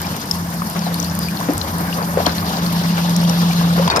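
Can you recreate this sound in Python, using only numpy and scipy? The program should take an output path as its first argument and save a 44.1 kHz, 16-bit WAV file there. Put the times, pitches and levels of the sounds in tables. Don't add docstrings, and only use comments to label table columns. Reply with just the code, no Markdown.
import sys
import numpy as np
from scipy import signal
from scipy.fft import rfft, irfft, next_fast_len
from scipy.io import wavfile

SR = 44100
rng = np.random.default_rng(int(sys.argv[2]) if len(sys.argv) > 2 else 0)


def bounce(signal):
    frames = np.transpose(np.atleast_2d(signal))
    limited = np.clip(frames, -1, 1)
    pcm = np.round(limited * 32767).astype(np.int16)
    wavfile.write(sys.argv[1], SR, pcm)


def voltage_ratio(decibels):
    exponent = np.asarray(decibels, float) / 20
    return 10 ** exponent


N = 176400
T = np.arange(N) / SR

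# frequency [Hz], left minus right [dB].
BALANCE_DB = [(100, 0), (250, 1.7), (700, 4), (2000, 3), (4000, 2.4), (8000, 0)]
WATER_PAN_DB = 3.5


def rms_one(x):
    return x / np.sqrt(np.mean(x ** 2) + 1e-20)


def in_time(rows):
    return np.interp(T, *np.transpose(rows))


def at_hz(points, hz):
    curve_hz, value = np.transpose(points)
    return np.interp(np.log(hz), np.log(curve_hz), value)


def pan(db):
    return voltage_ratio(np.array([[db / 2], [-db / 2]]))


def butter2(x, hz, kind="low"):
    return signal.sosfilt(signal.butter(2, hz, kind, fs=SR, output="sos"), x)


def drift(rate_hz):
    r = np.exp(-80 * np.pi * rate_hz / SR)
    noise = rng.standard_normal(N // 40 + 2002)
    slow = signal.lfilter([1], [1, -2 * r, r * r], noise)[2000:]
    return np.interp(np.arange(N) / 40, np.arange(len(slow)), rms_one(slow))


def resonate(x, hz, width_hz):
    r = np.exp(-np.pi * width_hz / SR)
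    poles = [1, -2 * r * np.cos(2 * np.pi * hz / SR), r * r]
    return signal.lfilter([1 - r * r, 0, r * r - 1], poles, x + 1e-18)


def spells(rows, rest_db):
    edge_s = .015
    gain = voltage_ratio(rest_db) + 0 * T
    for start, end, db0, db1 in rows:
        on = np.clip(np.minimum(T - start, end - T) / edge_s + .5, 0, 1)
        gain = gain + on * voltage_ratio(np.interp(T, [start, end], [db0, db1]))
    return gain


def bubbles(rows, rise, rough, attack_cycles):
    out = np.zeros((2, N + SR))
    noises = rng.standard_normal((len(rows), 4000))
    for (s, db, hz, cycles, pan_db), noise in zip(rows, noises):
        turn = np.arange(4000) / SR * hz
        swell = np.sin(np.pi / 2 * np.minimum(turn / attack_cycles, 1)) ** 2
        shape = swell * voltage_ratio(-60 * turn / cycles)
        splash = rms_one(resonate(resonate(noise, hz, .5 * hz), hz, .5 * hz))
        tone = np.sin(2 * np.pi * turn * (1 + rise * turn)) + rough * splash
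        i = int(s * SR)
        out[:, i:i + 4000] += voltage_ratio(db) * shape * tone * pan(pan_db)
    return out[:, :N]


def bursts(times, levels_db, pan_db, t60_s, apart):
    out, age_s = np.zeros((2, N + SR)), np.arange(9000) / SR
    noises = rng.standard_normal((len(times), 2, 9000))
    for s, db, (mid, side) in zip(times, levels_db, noises):
        i = int(s * SR)
        puff = mid + apart * side * [[1], [-1]]
        out[:, i:i + 9000] += puff * voltage_ratio(db - 60 * age_s / t60_s) * pan(pan_db)
    return out[:, :N]


def rush(spectrum, low_hz, spray_db, count, shared_db, own_db):
    # frequency [Hz], left-right likeness [0..1].
    likeness = [(100, .998), (500, .98), (1000, .7), (2000, .25), (5000, .25), (10000, 0)]
    spray_hz, spray_octaves = 3500, .6
    out, together = 0, drift(25)
    edges = low_hz * 2 ** (np.arange(count + 1) / 3)
    white = rng.standard_normal((2, 2, N))
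    for k, (low, high) in enumerate(zip(edges, edges[1:])):
        mid, side = butter2(white[k % 2], [low, high], "band")
        hz = np.sqrt(low * high)
        alike = np.clip(at_hz(likeness, hz), 0, 1)
        flicker_db = shared_db * together + own_db * drift(19.7)
        follow_db = spray_db * np.exp(-(np.log2(hz / spray_hz) / spray_octaves) ** 2)
        gain = voltage_ratio(at_hz(spectrum, hz) + flicker_db + follow_db) * pan(at_hz(BALANCE_DB, hz))
        out = out + gain * (np.sqrt(1 + alike) * mid + np.sqrt(1 - alike) * side * [[1], [-1]])
    return rms_one(out)


def rumble(churn_db, spray_db):
    # frequency [Hz], density [dB per Hz].
    spectrum = [(22, -22.5), (71, -12.5), (180, -1), (389, -16), (1000, -10), (1250, -15.5), (1750, -14.5),
                (2500, -29.5)]
    return voltage_ratio(-26 + 0.26 * churn_db) * rush(spectrum, 22.56, spray_db, count=20, shared_db=1.5, own_db=2.0)


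def hiss(churn_db, spray_db):
    # frequency [Hz], density [dB per Hz].
    spectrum = [(2000, -3), (2410, -20), (2980, 1), (5010, 4.5), (6700, -1.5), (8200, -11), (13300, 2.5),
                (16000, -6.5)]
    return voltage_ratio(-30 + 0.21 * churn_db) * rush(spectrum, 2130, spray_db, count=9, shared_db=1.5, own_db=-1.73)


def fizz(per_s, low_hz, high_hz, cycles, spread_db, churn_db):
    sizes = voltage_ratio(spread_db * np.minimum(rng.exponential(1, N), 4)) * rng.choice([-1, 1], N)
    born = rng.random(N) < per_s * voltage_ratio(churn_db + 4 * drift(12)) / SR
    dealt, places_db = rng.integers(0, 30, N), rng.normal(0, 2.5, 30)
    out = 0
    for k, hz in enumerate(np.geomspace(low_hz, high_hz, 30)):
        ring = resonate(sizes * born * (dealt == k), hz, 3 * hz / cycles)
        ring = resonate(ring, hz, 6 * hz / cycles)
        out = out + pan(places_db[k] + at_hz(BALANCE_DB, hz)) * ring
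    return rms_one(out)


def jets():
    # start [s], end [s], level at start [dB], at end [dB], centre at start [Hz], at end [Hz].
    jet_rows = [
        (.8, .88, -49, -33, 5120, 3800),
        (1.04, 1.09, -35, -49, 4390, 5010),
        (1.2, 1.28, -34, -36.5, 5000, 4660),
        (3.53, 3.6, -40, -33, 4400, 4000),
    ]
    table = np.array(jet_rows)
    centre_hz = np.interp(T, table[:, :2].ravel(), table[:, 4:].ravel())
    width_hz = 350
    sway = butter2(rng.standard_normal((2, N)), width_hz / 2)
    phase = 2 * np.pi * np.cumsum(centre_hz) / SR
    noise = rms_one(sway[0] * np.cos(phase) + sway[1] * np.sin(phase))
    return spells([row[:4] for row in jet_rows], -51) * noise * pan(9.6)


def ticks():
    # time [s], peak [dB], colour [Hz].
    tick_rows = [(0.0169, -13, 11900), (0.165, -18.5, 13100), (0.3124, -16, 7260), (0.6993, -18.5, 11600),
                 (0.9423, -15, 11500), (1, -21, 13200), (1.044, -18, 10700), (1.1517, -17, 10200),
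                 (1.1904, -11, 14100), (1.2858, -21, 10300), (1.4032, -22.5, 10400), (1.5352, -15.5, 11000),
                 (1.5794, -11, 7850), (1.7835, -21, 10700), (1.809, -21, 12700), (1.8891, -31, 11900),
                 (2.2633, -19, 11300), (2.7273, -18, 12100), (3.0957, -17, 11100), (3.1647, -9.5, 7430),
                 (3.2961, -11, 6900)]
    t60_s, low_hz, level_db, broad_db = 0.0066, 5500, -3.5, 4.5
    out = np.zeros((2, N + SR))
    decay_db = -60 * np.arange(1500) / SR / t60_s
    noises = rng.standard_normal((len(tick_rows), 2, 1500))
    for (s, db, hz), noise in zip(tick_rows, noises):
        puff = rms_one(resonate(noise, hz, 0.1 * hz)) + voltage_ratio(broad_db) * noise
        i = int(s * SR)
        out[:, i:i + 1500] += puff * voltage_ratio(db + level_db + decay_db)
    return butter2(out[:, :N], low_hz, "high")


def drips():
    # time [s], peak before level_db [dB], pitch [Hz], left minus right before side_db [dB].
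    drip_rows = [(0.0417, -20.5, 2350, -8), (0.0667, -20, 5030, 4), (0.2141, -20.5, 6100, 6),
                 (0.3107, 0.5, 5220, -4), (0.7905, -14, 5380, -5), (0.836, -24, 4500, -1),
                 (0.9418, -17, 4370, 0), (0.9994, -14, 5980, 8.5), (1.0268, -18, 5560, 9),
                 (1.045, -16, 4360, 0), (1.0974, -20.5, 5420, 4.5), (1.283, -19, 2375, -3),
                 (1.37, -19, 4170, 2.0), (1.402, -20, 4660, -4), (1.6122, -11, 3970, 2.5),
                 (1.925, -17, 2800, 0), (1.9404, -14, 4860, -5), (2.0255, -23, 4680, 4.0),
                 (2.2632, -6.5, 4210, 1), (2.293, -23, 4020, 8.5), (2.318, -21, 4600, 5.5),
                 (2.38, -18.5, 4150, 6), (2.4643, -25, 4530, 12), (2.5676, -16.5, 4510, 4.0),
                 (2.6618, -20.5, 4300, 7), (2.9696, -19, 4700, -8), (3.1616, -6.5, 5440, -8),
                 (3.2001, -17, 4700, 0), (3.247, -19, 3140, -1), (3.2941, -4.5, 5480, -8),
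                 (3.5071, -19.5, 2350, -2), (3.5314, -19, 4260, 0)]
    level_db, cycles, side_db = -1.8, 86, 18
    rows = [(s, db + level_db, hz, cycles, side_db + pan_db) for s, db, hz, pan_db in drip_rows]
    return bubbles(rows, rise=.0006, rough=0.47, attack_cycles=11.7)


def gulps():
    # time [s], peak [dB], pitch [Hz], length [cycles].
    gulp_rows = [(0.618, -12, 1200, 34), (.756, -12, 647, 15), (0.764, -5.5, 1680, 14),
                 (.865, -11.5, 685, 34), (1.396, -13.5, 640, 23), (1.405, -22, 1510, 40),
                 (1.41, -16.5, 1010, 30), (1.484, -7, 278, 36), (1.486, -8.5, 490, 26),
                 (1.498, -17, 258, 7.4), (1.503, -17, 670, 34), (1.493, -23, 900, 42),
                 (1.8, -10.5, 704, 17), (1.987, -15.5, 550, 33), (2.171, -5, 483, 50), (2.2, -5.5, 646, 15),
                 (2.265, 1.5, 680, 18), (2.266, -13, 1570, 17), (2.266, -7, 247, 14),
                 (2.265, -2.5, 5400, 34), (2.978, -10, 1510, 32), (2.979, -2.5, 797, 9.2),
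                 (3.7785, -5.5, 502, 19), (3.779, -8, 805, 18), (3.784, -14, 1220, 35),
                 (3.794, -14, 515, 60), (3.8, -24, 1570, 35), (3.821, -12.5, 914, 49),
                 (3.911, -13, 720, 22), (3.918, -4, 940, 11), (3.921, -7, 297, 9.8), (3.956, -5.5, 604, 9),
                 (3.969, -11, 450, 27), (3.976, -25, 1190, 9.7), (3.981, -5, 670, 12),
                 (3.987, -12, 774, 18)]
    rings = bubbles([(*row, WATER_PAN_DB) for row in gulp_rows], rise=.004, rough=.55, attack_cycles=2.1)
    s, db = np.transpose(gulp_rows)[:2]
    wash = bursts(s, db - 10.5, 4.9, t60_s=0.17, apart=1.0)
    return rings + butter2(wash, [300, 1630], "band")


def slurp():
    # time [s], level [dB].
    puffs = [
        (3.877, -7),
        (3.901, -12),
        (3.914, -5.5),
        (3.962, 1),
        (3.969, 0.5),
        (3.975, -26),
        (3.994, -4),
    ]
    # resonance [Hz], width [Hz], level [dB].
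    modes = [(1050, 380, -4.5), (2433, 47, -7.5), (3720, 450, -22), (5030, 670, -19)]
    s, db = np.transpose(puffs)
    puff = bursts(s, db, 2.2, t60_s=.04, apart=1.0)
    return sum(voltage_ratio(mode_db) * resonate(puff, hz, width_hz) for hz, width_hz, mode_db in modes)


def squeaks():
    # time [s], peak [dB], pitch [Hz], length [cycles].
    squeak_rows = [(2.259, -9.5, 3250, 97), (3.8763, -7, 3630, 32), (3.888, -17, 4700, 110),
                   (3.9, -10.5, 4530, 190), (3.903, -12, 3700, 200), (3.91, -16, 4500, 290),
                   (3.911, -25, 5500, 100), (3.912, -20, 2450, 210), (3.961, -12.5, 5070, 180),
                   (3.961, -21, 6200, 120), (3.967, -14, 5360, 80), (3.972, -12, 5260, 110),
                   (3.995, -15, 6400, 110)]
    return bubbles([(*row, WATER_PAN_DB) for row in squeak_rows], rise=0, rough=0.11, attack_cycles=2.8)


def slaps():
    # time [s], peak [dB], pitch [Hz], length [cycles].
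    slap_rows = [
        (3.878, 0, 960, 13),
        (3.9008, 0, 900, 12),
        (3.9612, -3, 1000, 11),
    ]
    s, db = np.transpose(slap_rows)[:2]
    crack = butter2(bursts(s, db - 5, WATER_PAN_DB, t60_s=.012, apart=.6), 4500)
    thud = bubbles([(*row, WATER_PAN_DB) for row in slap_rows], rise=0, rough=.25, attack_cycles=.6)
    return crack + thud


def motor():
    # start [s], end [s], level at start [dB], at end [dB].
    hum_spells = [
        (0, .24, -29, -52),
        (.28, .7, -26, -25.5),
        (.76, 1.36, -21, -23.5),
        (1.4, 1.54, -23, -34),
        (1.73, 2.52, -22, -24.5),
        (2.58, 3.1, -17.5, -13.5),
        (3.1, 3.88, -11.5, -13),
    ]
    half_spells = [
        (0, .25, -27.5, -55),
        (.33, .66, -27, -47),
        (1.04, 1.3, -29.5, -33),
        (1.54, 1.9, -23.5, -34.5),
        (2.1, 2.33, -30.5, -24.5),
        (2.37, 2.5, -27.5, -30),
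        (2.55, 4.1, -42, -33.5),
    ]
    # frequency [Hz], level [dB], flutter [dB].
    steady_tones = [(100, -39, 1.5), (300, -39, 2)]
    blade_hz, column_hz, column_width_hz, column_db = 171.1, 202.7, 29, -31
    hum = spells(hum_spells, -34.5)
    phase = 2 * np.pi * blade_hz * T
    blade = (1 + .16 * drift(23.2)) * np.sin(phase + .25 * drift(10))
    half = (1 + 0.036 * drift(30)) * np.sin(phase / 2 + 0.87 * drift(8.3))
    tones = 0
    for hz, db, flutter_db in steady_tones:
        gain = voltage_ratio(db + flutter_db * drift(1.9))
        tones = tones + gain * np.sin(2 * np.pi * hz * T + 0.13 * drift(2.4))
    column = resonate(rng.standard_normal(N), column_hz, column_width_hz)
    column = rms_one(resonate(column, column_hz, column_width_hz))
    shaken = voltage_ratio(column_db) * (hum / hum.mean()) ** 0.44
    return hum * blade + spells(half_spells, -46.5) * half + tones + shaken * column


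def scene():
    # time [s], level [dB].
    churn_curve = [
        (0, -34.5),
        (.81, -35),
        (1.7, -30.5),
        (2.25, -27),
        (2.6, -29),
        (3.6, -27.5),
        (4, -23),
    ]
    spray_curve = [(0, -39.5), (.28, -43.5), (.33, -44.5), (.64, -46.5), (.8, -41.5), (1.15, -44),
                   (1.4, -43), (1.95, -44.5), (2.1, -47), (2.25, -41.5), (3, -37), (4, -35.5)]
    churn_db, spray_db = [in_time(c) - in_time(c).mean() for c in (churn_curve, spray_curve)]
    duck = voltage_ratio(-10 * np.clip((T - 3.885) / 0.0053, 0, 1))
    still_db = 0 * T
    fizzing = (voltage_ratio(-33 + churn_db) * fizz(450, 380, 1450, 18, 3.0, churn_db)
               + voltage_ratio(-41 + spray_db) * fizz(500, 2300, 6500, 45, 3.2, still_db)
               + voltage_ratio(-43) * duck * fizz(600, 8500, 15000, 14, 5, still_db))
    splashes = jets() + ticks() + drips() + gulps() + slurp() + squeaks() + slaps()
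    water = butter2(fizzing + splashes, 150, "high")
    turbulence = rumble(churn_db, spray_db) + duck * hiss(churn_db, spray_db)
    return turbulence + water + motor() * pan(0.32)


def band_limit(x):
    return signal.sosfilt(signal.butter(12, 16840, fs=SR, output="sos"), x)


def record(dry):
    # frequency [Hz], lead of the left microphone [s].
    left_leads = [(500, .0002), (1100, .00026), (2000, .00038)]
    size = next_fast_len(N + 100)
    hz = np.arange(size // 2 + 1) / size * SR + 1e-3
    delay = np.exp(-2j * np.pi * hz * at_hz(left_leads, hz))
    right = irfft(rfft(dry[1], size) * delay, size)[:N]
    limited = np.tanh(np.array([dry[0], right]))
    top_cut = signal.cheby2(12, 60, 16150, fs=SR, output="sos")
    return band_limit(signal.sosfilt(top_cut, limited))


dry = scene()
out = record(dry)
bounce(out)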